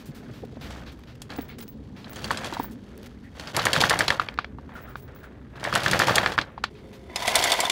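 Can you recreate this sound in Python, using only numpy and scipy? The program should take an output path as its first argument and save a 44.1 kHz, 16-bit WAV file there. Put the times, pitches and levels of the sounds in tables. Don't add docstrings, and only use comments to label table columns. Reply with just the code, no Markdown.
import sys
import numpy as np
from scipy import signal
from scipy.fft import rfft, irfft
from scipy.io import wavfile

SR = 44100
rng = np.random.default_rng(int(sys.argv[2]) if len(sys.argv) > 2 else 0)


def to_wav(s):
    ch = np.atleast_2d(s).T
    pcm = np.round(np.clip(ch, -1, 1) * 32767)
    wavfile.write(sys.argv[1], SR, pcm.astype(np.int16))


def rack_gain(trim_db):
    fader = np.asarray(trim_db, float)
    return 10 ** (fader / 20)


N = 340011
T = np.arange(N) / SR

# fastest_s, speed_up_s, slow_down_s, grind_db, rasp_db
PULLS = [(.69, 0.081, 0.22, -54, -57.5), (1.33, 0.23, 0.22, -43, -55.5), (2.36, 0.41, 0.38, -40, -44),
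         (3.452, 0.16, 0.2, -42.5, -46), (3.8, 0.52, 0.61, -29, -33.5), (4.77, 0.093, 0.18, -44, -88),
         (5.05, 1, 0.33, -64.5, -70.5), (5.978, 0.48, 0.56, -26.5, -32), (7.383, 0.29, 0.55, -35, -32)]
# start_s, level_db, pitch_hz
KNOCKS = [(1.386, -23.5, 703), (2.306, -7.5, 1490), (2.31, -11, 1050), (2.446, -33, 921), (2.524, -21, 915),
          (2.567, -18, 880), (2.597, -13.5, 900), (2.642, -25.5, 1160), (3.546, -17.5, 2340),
          (3.57, -18, 1020), (3.59, -10.5, 1250), (3.667, -4.5, 1890), (3.762, -4.5, 1610), (3.82, -9, 867),
          (3.837, 2, 1500), (3.842, -17.5, 783), (3.907, -3, 1666), (3.922, -10, 1330), (4.006, 1, 1710),
          (4.081, -13.5, 1080), (4.103, 0.5, 1680), (4.196, -2.5, 1380), (4.121, -16, 1080),
          (4.215, -15.5, 1390), (4.286, -16.5, 2340), (4.387, -3.5, 1340), (4.444, -17.5, 1970),
          (4.584, -28.5, 990), (4.691, -33, 1170), (4.955, -18.5, 1360), (5.078, -40, 1400),
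          (5.159, -38, 1375), (5.24, -32.5, 1470), (5.629, -23, 824), (5.65, -12, 1620),
          (5.726, -11.5, 1220), (5.757, -2, 1310), (5.86, -20, 1510), (5.861, -3, 1750), (5.932, 1, 1630),
          (5.999, 0.5, 1600), (6.018, -0.5, 1610), (6.082, -7.5, 980), (6.094, -3, 1480), (6.14, -16, 732),
          (6.181, 1.5, 2010), (6.23, -20.5, 800), (6.26, -0.5, 1580), (6.274, -14.5, 1500),
          (6.3781, -2.5, 1360), (6.386, 0.5, 1600), (6.577, -21.5, 1020), (6.639, -6.5, 1394),
          (7.223, -37, 2440), (7.251, -25, 885), (7.35, -12, 1970), (7.633, -21.5, 657)]
# start_s, level_db, brightness_db
CLINKS = [(0.706, -34, -13), (1.2188, -25, -8), (1.3028, -29, -29), (2.044, -33, -42), (2.159, -30, -15),
          (2.243, -20, -17), (2.312, -21.5, -8.5), (2.373, -19.5, -17), (2.4346, -36, -26),
          (2.445, -20.5, -17), (2.537, -24, -14), (3.3968, -26, -21), (3.473, -24, -34.5),
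          (3.5658, -8, -10), (3.595, -12.5, -40.5), (3.654, -6.5, -7), (3.7317, -6.5, -16.5),
          (3.7536, -14.5, -31), (3.8049, -8, -22), (3.813, -5.5, -15), (3.8965, -5.5, -10.5),
          (3.9904, -10, -10), (4.0809, -5.5, -24.5), (5.557, -41, -36), (5.598, -33, -17),
          (5.6409, -19, -16), (5.739, -15.5, -20), (5.7529, -9, -10.5), (5.834, -19.5, -11),
          (5.913, -8.5, -12), (5.9923, -10, -9.5), (6.0708, -12.5, -17.5), (6.1564, -5, -12),
          (6.182, -17.5, -44.5), (6.259, -24.5, -20), (6.32, -21.5, -20), (6.414, -16.5, -32),
          (6.639, -15.5, -30), (7.1595, -12, -13), (7.2782, -6.5, -12), (7.355, -2, -1.5),
          (7.363, -18.5, -37), (7.424, -13, -14.5), (7.44, -7.5, -3), (7.5194, -3, -8.5),
          (7.5903, -20.5, -42.5), (7.6038, -7, -5), (7.652, -15.5, -16), (7.6985, -7.5, -13.5)]
# start_s, level_db, pitch_hz
THUDS = [(0.087, -30, 144), (0.275, -36, 150), (0.294, -35, 382), (0.361, -41, 196), (0.426, -32, 327),
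         (0.53, -37, 410), (0.569, -33.5, 584), (0.94, -42, 286), (3.773, -21, 150), (0.303, -31, 119),
         (0.435, -26.5, 454), (0.451, -32, 245), (0.564, -35, 250), (0.653, -38.5, 284),
         (1.386, -20.5, 272), (2.522, -26.5, 338), (2.595, -22, 276), (4.373, -41, 310)]
# start_s, level_db, brightness_db, length_s (held to 0.004 or more)
SCUFFS = [(.0, -40.5, -5, 0.031), (0.056, -42, 5, .04), (0.147, -39.5, -2.5, 0.052),
          (0.333, -40, -8, 0.088), (0.449, -42, -3, 0.01), (0.554, -48, -22, 0.021),
          (0.61, -34, -10, 0.086), (0.863, -36, -18, 0.049), (0.918, -40.5, -4, 0.02),
          (0.99, -49, 0, 0.0071), (1.153, -42.5, -8, 0.008), (1.035, -39, -14, 0.0094),
          (2.131, -31, 1, 0.0063), (1.072, -41, -16, 0.063), (1.489, -39.5, -34, 0.063),
          (1.584, -32.5, 2, 0.014), (1.607, -34, -13, 0.011), (1.623, -35.5, 1, 0.017),
          (4.34, -36, -11, 0.0036), (1.301, -39, -24, 0.069), (1.963, -38.5, -13, 0.071),
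          (2.71, -43.5, 4, 0.031), (2.976, -40, 7, 0.0031), (3.03, -37, -4, 0.0035),
          (3.04, -41.5, -8, 0.019), (3.059, -35, -4, 0.017), (4.376, -29, -35, 0.0034),
          (4.966, -46.5, 4, 0.042), (5.232, -50, 1, 0.013), (6.751, -45, -22, 0.062),
          (6.929, -40.5, -8, 0.049)]
# start_s, level_db, pitch_hz, length_s
SCRAPES = [(1.485, -39, 2160, 0.045), (3.236, -46, 1850, 0.056), (4.75, -32.5, 1430, 0.055),
           (4.872, -39, 1300, 0.07), (5.23, -39.5, 1520, 0.035)]
# start_s, level_db
JINGLE = [(1.3633, -30), (1.41, -32), (1.483, -40), (1.604, -32), (1.6797, -32.5), (2.096, -34.5),
          (2.533, -39), (2.594, -31), (2.613, -43), (2.631, -28.5), (4.7385, -48), (4.8267, -46),
          (4.889, -49), (4.9566, -53), (5.2365, -58)]
# from_s, to_s, taps (rounded down), level_db
SETTLING = [(2.11, 2.705, 9, -46), (4.76, 5.316, 6.6, -46.5)]

# pitch_hz, longest_t60_s
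PLANK_MODES = [(740, 0.024), (920, 0.023), (1150, 0.02), (1400, 0.015), (1760, 0.02), (2250, 0.018),
               (3260, 0.036), (4300, 0.015)]
# pitch_hz, width_hz, level_db
ROLLER_MODES = [(690, 66, -5), (915, 61, -1.5), (1020, 58, -4.5), (1970, 41, 2), (2190, 230, -5.5),
                (2740, 59, -8), (3480, 59, 4.5), (3590, 100, 6.5), (4080, 94, -15.5), (4190, 120, -12),
                (5830, 110, -16.5)]
# pitch_hz, width_hz, level_db
HULL_MODES = [(71, 26, -11), (130, 67, 0.5), (226, 24, -2), (310, 99, -8)]
# pitch_hz, width_hz, level_db
HUM_MODES = [(194, 14, 0), (368, 63, -2.5), (429, 2.3, 7), (525, 4.3, -1)]
LINK_BEND_HZ = [3280, 4054, 4496, 5107, 6366, 6930, 7360, 8320, 9950, 11330]
LINK_LENGTH_HZ = [15540, 15640, 15740]

# pitch_hz, level_db (per Hz)
GRIND_SPECTRUM = [(180, -48), (300, -6.5), (420, -6.5), (530, 2), (1040, -3), (1730, -2), (3000, -16),
                  (3900, -18.5), (6600, -120)]
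# pitch_hz, level_db (per Hz)
RASP_SPECTRUM = [(1800, -4.5), (3000, 2.5), (5000, -1.5), (8000, -11), (11000, -56.5)]
# pitch_hz, level_db (per Hz)
FIZZ_SPECTRUM = [(6000, -48.5), (9000, 10), (14000, -2.5), (15700, -4), (16000, -53)]
# pitch_hz, level_db (per Hz)
CRACK_SPECTRUM = [(500, -2.5), (1500, -0.5), (4500, -7), (8000, -37.5), (16000, -57)]
# pitch_hz, level_db (per Hz)
STEEL_SPECTRUM = [(1400, -8.5), (2600, -1), (3500, -3.5), (6000, -1.5), (9000, 4), (15600, -17),
                  (16000, -35)]
# pitch_hz, level_db (per Hz)
SCUFF_SPECTRUM = [(500, 2.5), (1500, 4), (4000, 1), (6000, -1.5), (15600, -9.5), (16000, -41)]
# pitch_hz, level_db (per Hz)
WASH_SPECTRUM = [(20, -20.5), (40, -5.5), (65, 2), (130, -4), (220, 0.5), (400, -8.5), (700, -21.5),
                 (2000, -44), (6000, -45), (15500, -102), (16000, -68.5)]
# pitch_hz, level_db (per Hz)
HISS_SPECTRUM = [(1000, 2), (15600, -21), (16000, -33.5)]

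PLACE_FROM_S = [0, 1.29, 3.53, 6.698]
CREEP_GRIND_DB = [-57.5, -60, -59.5, -66]
CREEP_RASP_DB = [-63, -65, -77, -65]
GAP_DB = [0.5, -4, -8, 1]
BOOM_DB = [2.5, -4, -6, -20.5]
ROLLER_DB = [-18, -69, -46.5, 3.5]
FIZZ_DB = [-18.5, -15.5, -17, -12.5]
LINK_RING_DB = [-24, -15, -23, -22]
SEA_DB = [-47, -45, -48, -50]
WIND_DB = [-45, -46, -45.5, -46.5]
HUM_DB = [-82, -99, -56, -47.5]
TOP_DB = [-1, -2.5, 1, -2]
PLACE = np.searchsorted(PLACE_FROM_S, T, side="right") - 1


def level(x, db):
    return x * rack_gain(db) / np.sqrt(np.mean(x ** 2))


def colour(x, points, tilt_db=0.):
    hz, db = np.transpose(points)
    f = np.maximum(np.arange(len(x) // 2 + 1) * SR / len(x), 1)
    lift_db = tilt_db * np.clip(np.log2(f / 4340.0), 0, 1)
    gain_db = np.interp(np.log(f), np.log(hz), db) + lift_db
    return irfft(rfft(x) * rack_gain(gain_db), len(x))


def ring(x, modes):
    out = 0
    for k, (hz, width_hz, db) in enumerate(modes):
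        b, a = signal.iirpeak(hz, hz / width_hz, SR)
        out = out + (-1) ** k * rack_gain(db) * signal.lfilter(b, a, x)
    return out


def decay(t, t60_s):
    return np.exp(-np.log(1000) * t / t60_s)


def walk(rate_hz):
    knots = rng.standard_normal(int(N / SR * 40) + 2)
    x = np.interp(T * min(rate_hz, 40), np.arange(len(knots)), knots)
    return x / x.std()


def add(out, start_s, sound, db):
    i = max(int(start_s * SR), 0)
    sound = sound * np.clip(np.linspace(4, 0, len(sound)), 0, 1)
    out[i:i + len(sound)] += (sound * rack_gain(db) / np.abs(sound).max())[:N - i]


def at_place(db):
    return rack_gain(np.array(db, float))[PLACE]


def grit(rate_hz, spread_db, t60_s, steady):
    chance = rng.random((2, N))
    impacts = (chance[0] < rate_hz / SR) * rack_gain(-spread_db * np.log(1.02 - chance[1]))
    pole = [1, -decay(1 / SR, t60_s)]
    swell = signal.lfilter([1], np.convolve(pole, pole), impacts)
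    return (swell / swell.mean() + steady) * rng.standard_normal(N)


def pulls():
    grind_fade_db, rasp_fade_db, hump_power, jerk_t60_s = 27.5, 43.5, 2.62, 0.17
    stir = rack_gain(3.0 * walk(8))
    grind, rasp = stir * at_place(CREEP_GRIND_DB), stir * at_place(CREEP_RASP_DB)
    landings = np.zeros(N)
    landings[(np.array(KNOCKS + CLINKS)[:, 0] * SR).astype(int)] = 1
    surge = signal.lfilter([1], [1, -decay(1 / SR, jerk_t60_s)], landings)
    jerk = at_place(GAP_DB) + np.minimum(surge, 1)
    for fastest_s, rise_s, fall_s, grind_db, rasp_db in PULLS:
        away = np.abs(T - fastest_s) / np.where(T < fastest_s, rise_s, fall_s)
        slack = np.clip(away, 0, 4) ** hump_power
        here = jerk * (PLACE == PLACE[int(fastest_s * SR)])
        grind = grind + here * rack_gain(grind_db - grind_fade_db * slack)
        rasp = rasp + here * rack_gain(rasp_db - rasp_fade_db * slack)
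    return grind, rasp


def drag(grind, rasp, coarse):
    fine = grit(350, 1.6, .008, .8)
    rasp_noise = colour(fine, RASP_SPECTRUM)
    chatter = level(ring(rasp_noise, [(hz, 50., 0) for hz in LINK_BEND_HZ]), -11.5)
    fizz = at_place(FIZZ_DB) * level(colour(fine, FIZZ_SPECTRUM), 0)
    return grind * coarse + rasp * (level(rasp_noise, 0) + chatter + fizz)


def knocks():
    full_ring_hz, shortening = 980, 0.73
    out, t = np.zeros(N), T[:3072]
    hz, t60_s = np.transpose(PLANK_MODES)[:, :, None]
    for start_s, db, pitch_hz in KNOCKS:
        share = min(1, full_ring_hz / pitch_hz) ** shortening
        chance = rng.standard_normal((len(PLANK_MODES), 1))
        noise = rng.standard_normal(len(t))
        contact_s, hard = 1.8 / pitch_hz, (pitch_hz / 1400) ** 2
        push = 1 - np.exp(-(t / contact_s) ** 2)
        gain = rack_gain(-25 * np.abs(np.log2(hz / pitch_hz)) + 2.0 * chance)
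        spot_hz = hz * (1 + .03 * chance)
        swing = np.cos(2 * np.pi * spot_hz * (t - 1.3 * contact_s))
        body = push * (gain * swing * decay(t, t60_s * share)).sum(axis=0)
        fall = rack_gain(-10) * hard * decay(t, 0.014) + rack_gain(-31) * decay(t, 0.17)
        rattle = level(colour(noise, CRACK_SPECTRUM), 0) * fall
        add(out, start_s + 0.00023, body / np.abs(body).max() + push * rattle, db)
    return out


def clinks():
    out, t = np.zeros(N), T[:4096]
    hz = np.array(LINK_BEND_HZ)[:, None]
    link = at_place(LINK_RING_DB)
    for start_s, db, bright_db in CLINKS:
        chance = rng.standard_normal((2, len(LINK_BEND_HZ), 1))
        noise = rng.standard_normal(len(t))
        swing = np.sin(2 * np.pi * hz * (1 + 0.0073 * chance[1]) * t)
        tones = rack_gain(4.5 * chance[0]) * swing * (decay(t, 0.025) + .3 * decay(t, .08))
        crash = noise * (decay(t, .005) + .4 * decay(t, .026) + rack_gain(-23) * decay(t, .12))
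        burst = crash + link[int(start_s * SR)] * tones.sum(axis=0)
        edge = 1 - np.exp(-t / .0005)
        add(out, start_s - .0005, colour(burst, STEEL_SPECTRUM, bright_db) * edge, db)
    return out


def roller(grind, coarse, blows):
    return grind * level(ring(coarse, ROLLER_MODES), 0) + rack_gain(5.0) * ring(blows, ROLLER_MODES)


def hull(grind):
    return grind * level(ring(grit(120, 1.5, .08, .3), HULL_MODES), 0)


def thuds():
    out, t = np.zeros(N), T[:4096]
    for start_s, db, hz in THUDS:
        tone = np.sin(2 * np.pi * hz * t)
        tone += 0.36 * np.sin(2 * np.pi * 1.62 * hz * t)
        tone += 0.17 * np.sin(2 * np.pi * 0.62 * hz * t)
        add(out, start_s, tone * decay(t, 9.1 / hz) * (1 - np.exp(-t / 0.0063)), db)
    return out


def scuffs():
    out, t = np.zeros(N), T[:8192]
    for start_s, db, bright_db, length_s in SCUFFS:
        shape = (1 - np.exp(-t / 0.00021)) * np.exp(-(t / max(length_s, .004)) ** 3)
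        add(out, start_s, colour(rng.standard_normal(len(t)), SCUFF_SPECTRUM, bright_db) * shape, db)
    return out


def scrapes():
    out, t = np.zeros(N), T[:8192]
    for start_s, db, hz, length_s in SCRAPES:
        shape = (1 - np.exp(-t / 0.0021)) * np.exp(-(t / length_s) ** 3)
        add(out, start_s, ring(rng.standard_normal(len(t)), [(hz, hz / 7, 0)]) * shape, db)
    return out


def jingle():
    out, t = np.zeros(N), T[:8192]
    centre_hz = np.array(LINK_LENGTH_HZ)[:, None]
    faint = [(s, db) for from_s, to_s, taps, db in SETTLING for s in rng.uniform(from_s, to_s, int(taps))]
    for start_s, db in JINGLE + faint:
        chance = rng.standard_normal((2, len(LINK_LENGTH_HZ), 1))
        noise = rng.standard_normal(len(t))
        tones = rack_gain(4.7 * chance[0]) * np.sin(2 * np.pi * (centre_hz + 30 * chance[1]) * t)
        tick = noise * (decay(t, 0.005) + 0.19 * decay(t, 0.11))
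        tick = rack_gain(5.5) * colour(tick, SCUFF_SPECTRUM, 2.74)
        edge = 1 - np.exp(-t / .008)
        add(out, start_s, tones.sum(axis=0) * decay(t, 0.096) * edge + tick, db)
    return out


def wash(octaves):
    out, swell = 0, walk(0.87)
    for hz in 30 * 2 ** octaves:
        band = [(hz / 2, -40), (hz / 1.3, -3), (hz, 0), (hz * 1.3, -3), (hz * 2, -40)]
        out = out + colour(rng.standard_normal(N), band) * rack_gain(1.6 * swell + 2.0 * walk(7))
    return level(colour(out, WASH_SPECTRUM), 0)


def hum():
    return level(ring(rng.standard_normal(N), HUM_MODES), 0)


def scene():
    top_hz, dip_s = 11900, 0.0031
    grind, rasp = pulls()
    coarse = level(colour(grit(300, 1.3, .012, .9), GRIND_SPECTRUM), 0)
    blows = clinks() + knocks()
    near = drag(grind, rasp, coarse) + blows
    near = near + at_place(ROLLER_DB) * roller(grind, coarse, blows) + at_place(BOOM_DB) * hull(grind)
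    near = near + thuds() + scuffs() + scrapes() + jingle()
    sea = at_place(SEA_DB) * wash(np.arange(3, 10))
    wind = at_place(WIND_DB) * wash(np.arange(3))
    far = sea + wind + at_place(HUM_DB) * hum()
    top = signal.sosfilt(signal.butter(2, top_hz, "high", fs=SR, output="sos"), near)
    dips = np.prod([1 - np.exp(-((T - s) / dip_s) ** 2) for s in PLACE_FROM_S[1:]], axis=0)
    return (dips * (near + at_place(TOP_DB) * top + far))[None]


def roll_off(x):
    return signal.sosfilt(signal.butter(12, 16660, fs=SR, output="sos"), x)


def record(dry):
    dry = dry + level(colour(rng.standard_normal(N), HISS_SPECTRUM), -74)
    dry = signal.sosfilt(signal.butter(2, 36, "high", fs=SR, output="sos"), dry)
    dry = signal.sosfilt(signal.ellip(8, .3, 50, 15850, fs=SR, output="sos"), dry)
    mix = 0.51 * np.tanh(dry / 0.53)
    return roll_off(mix)


dry = scene()
out = record(dry)
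to_wav(out)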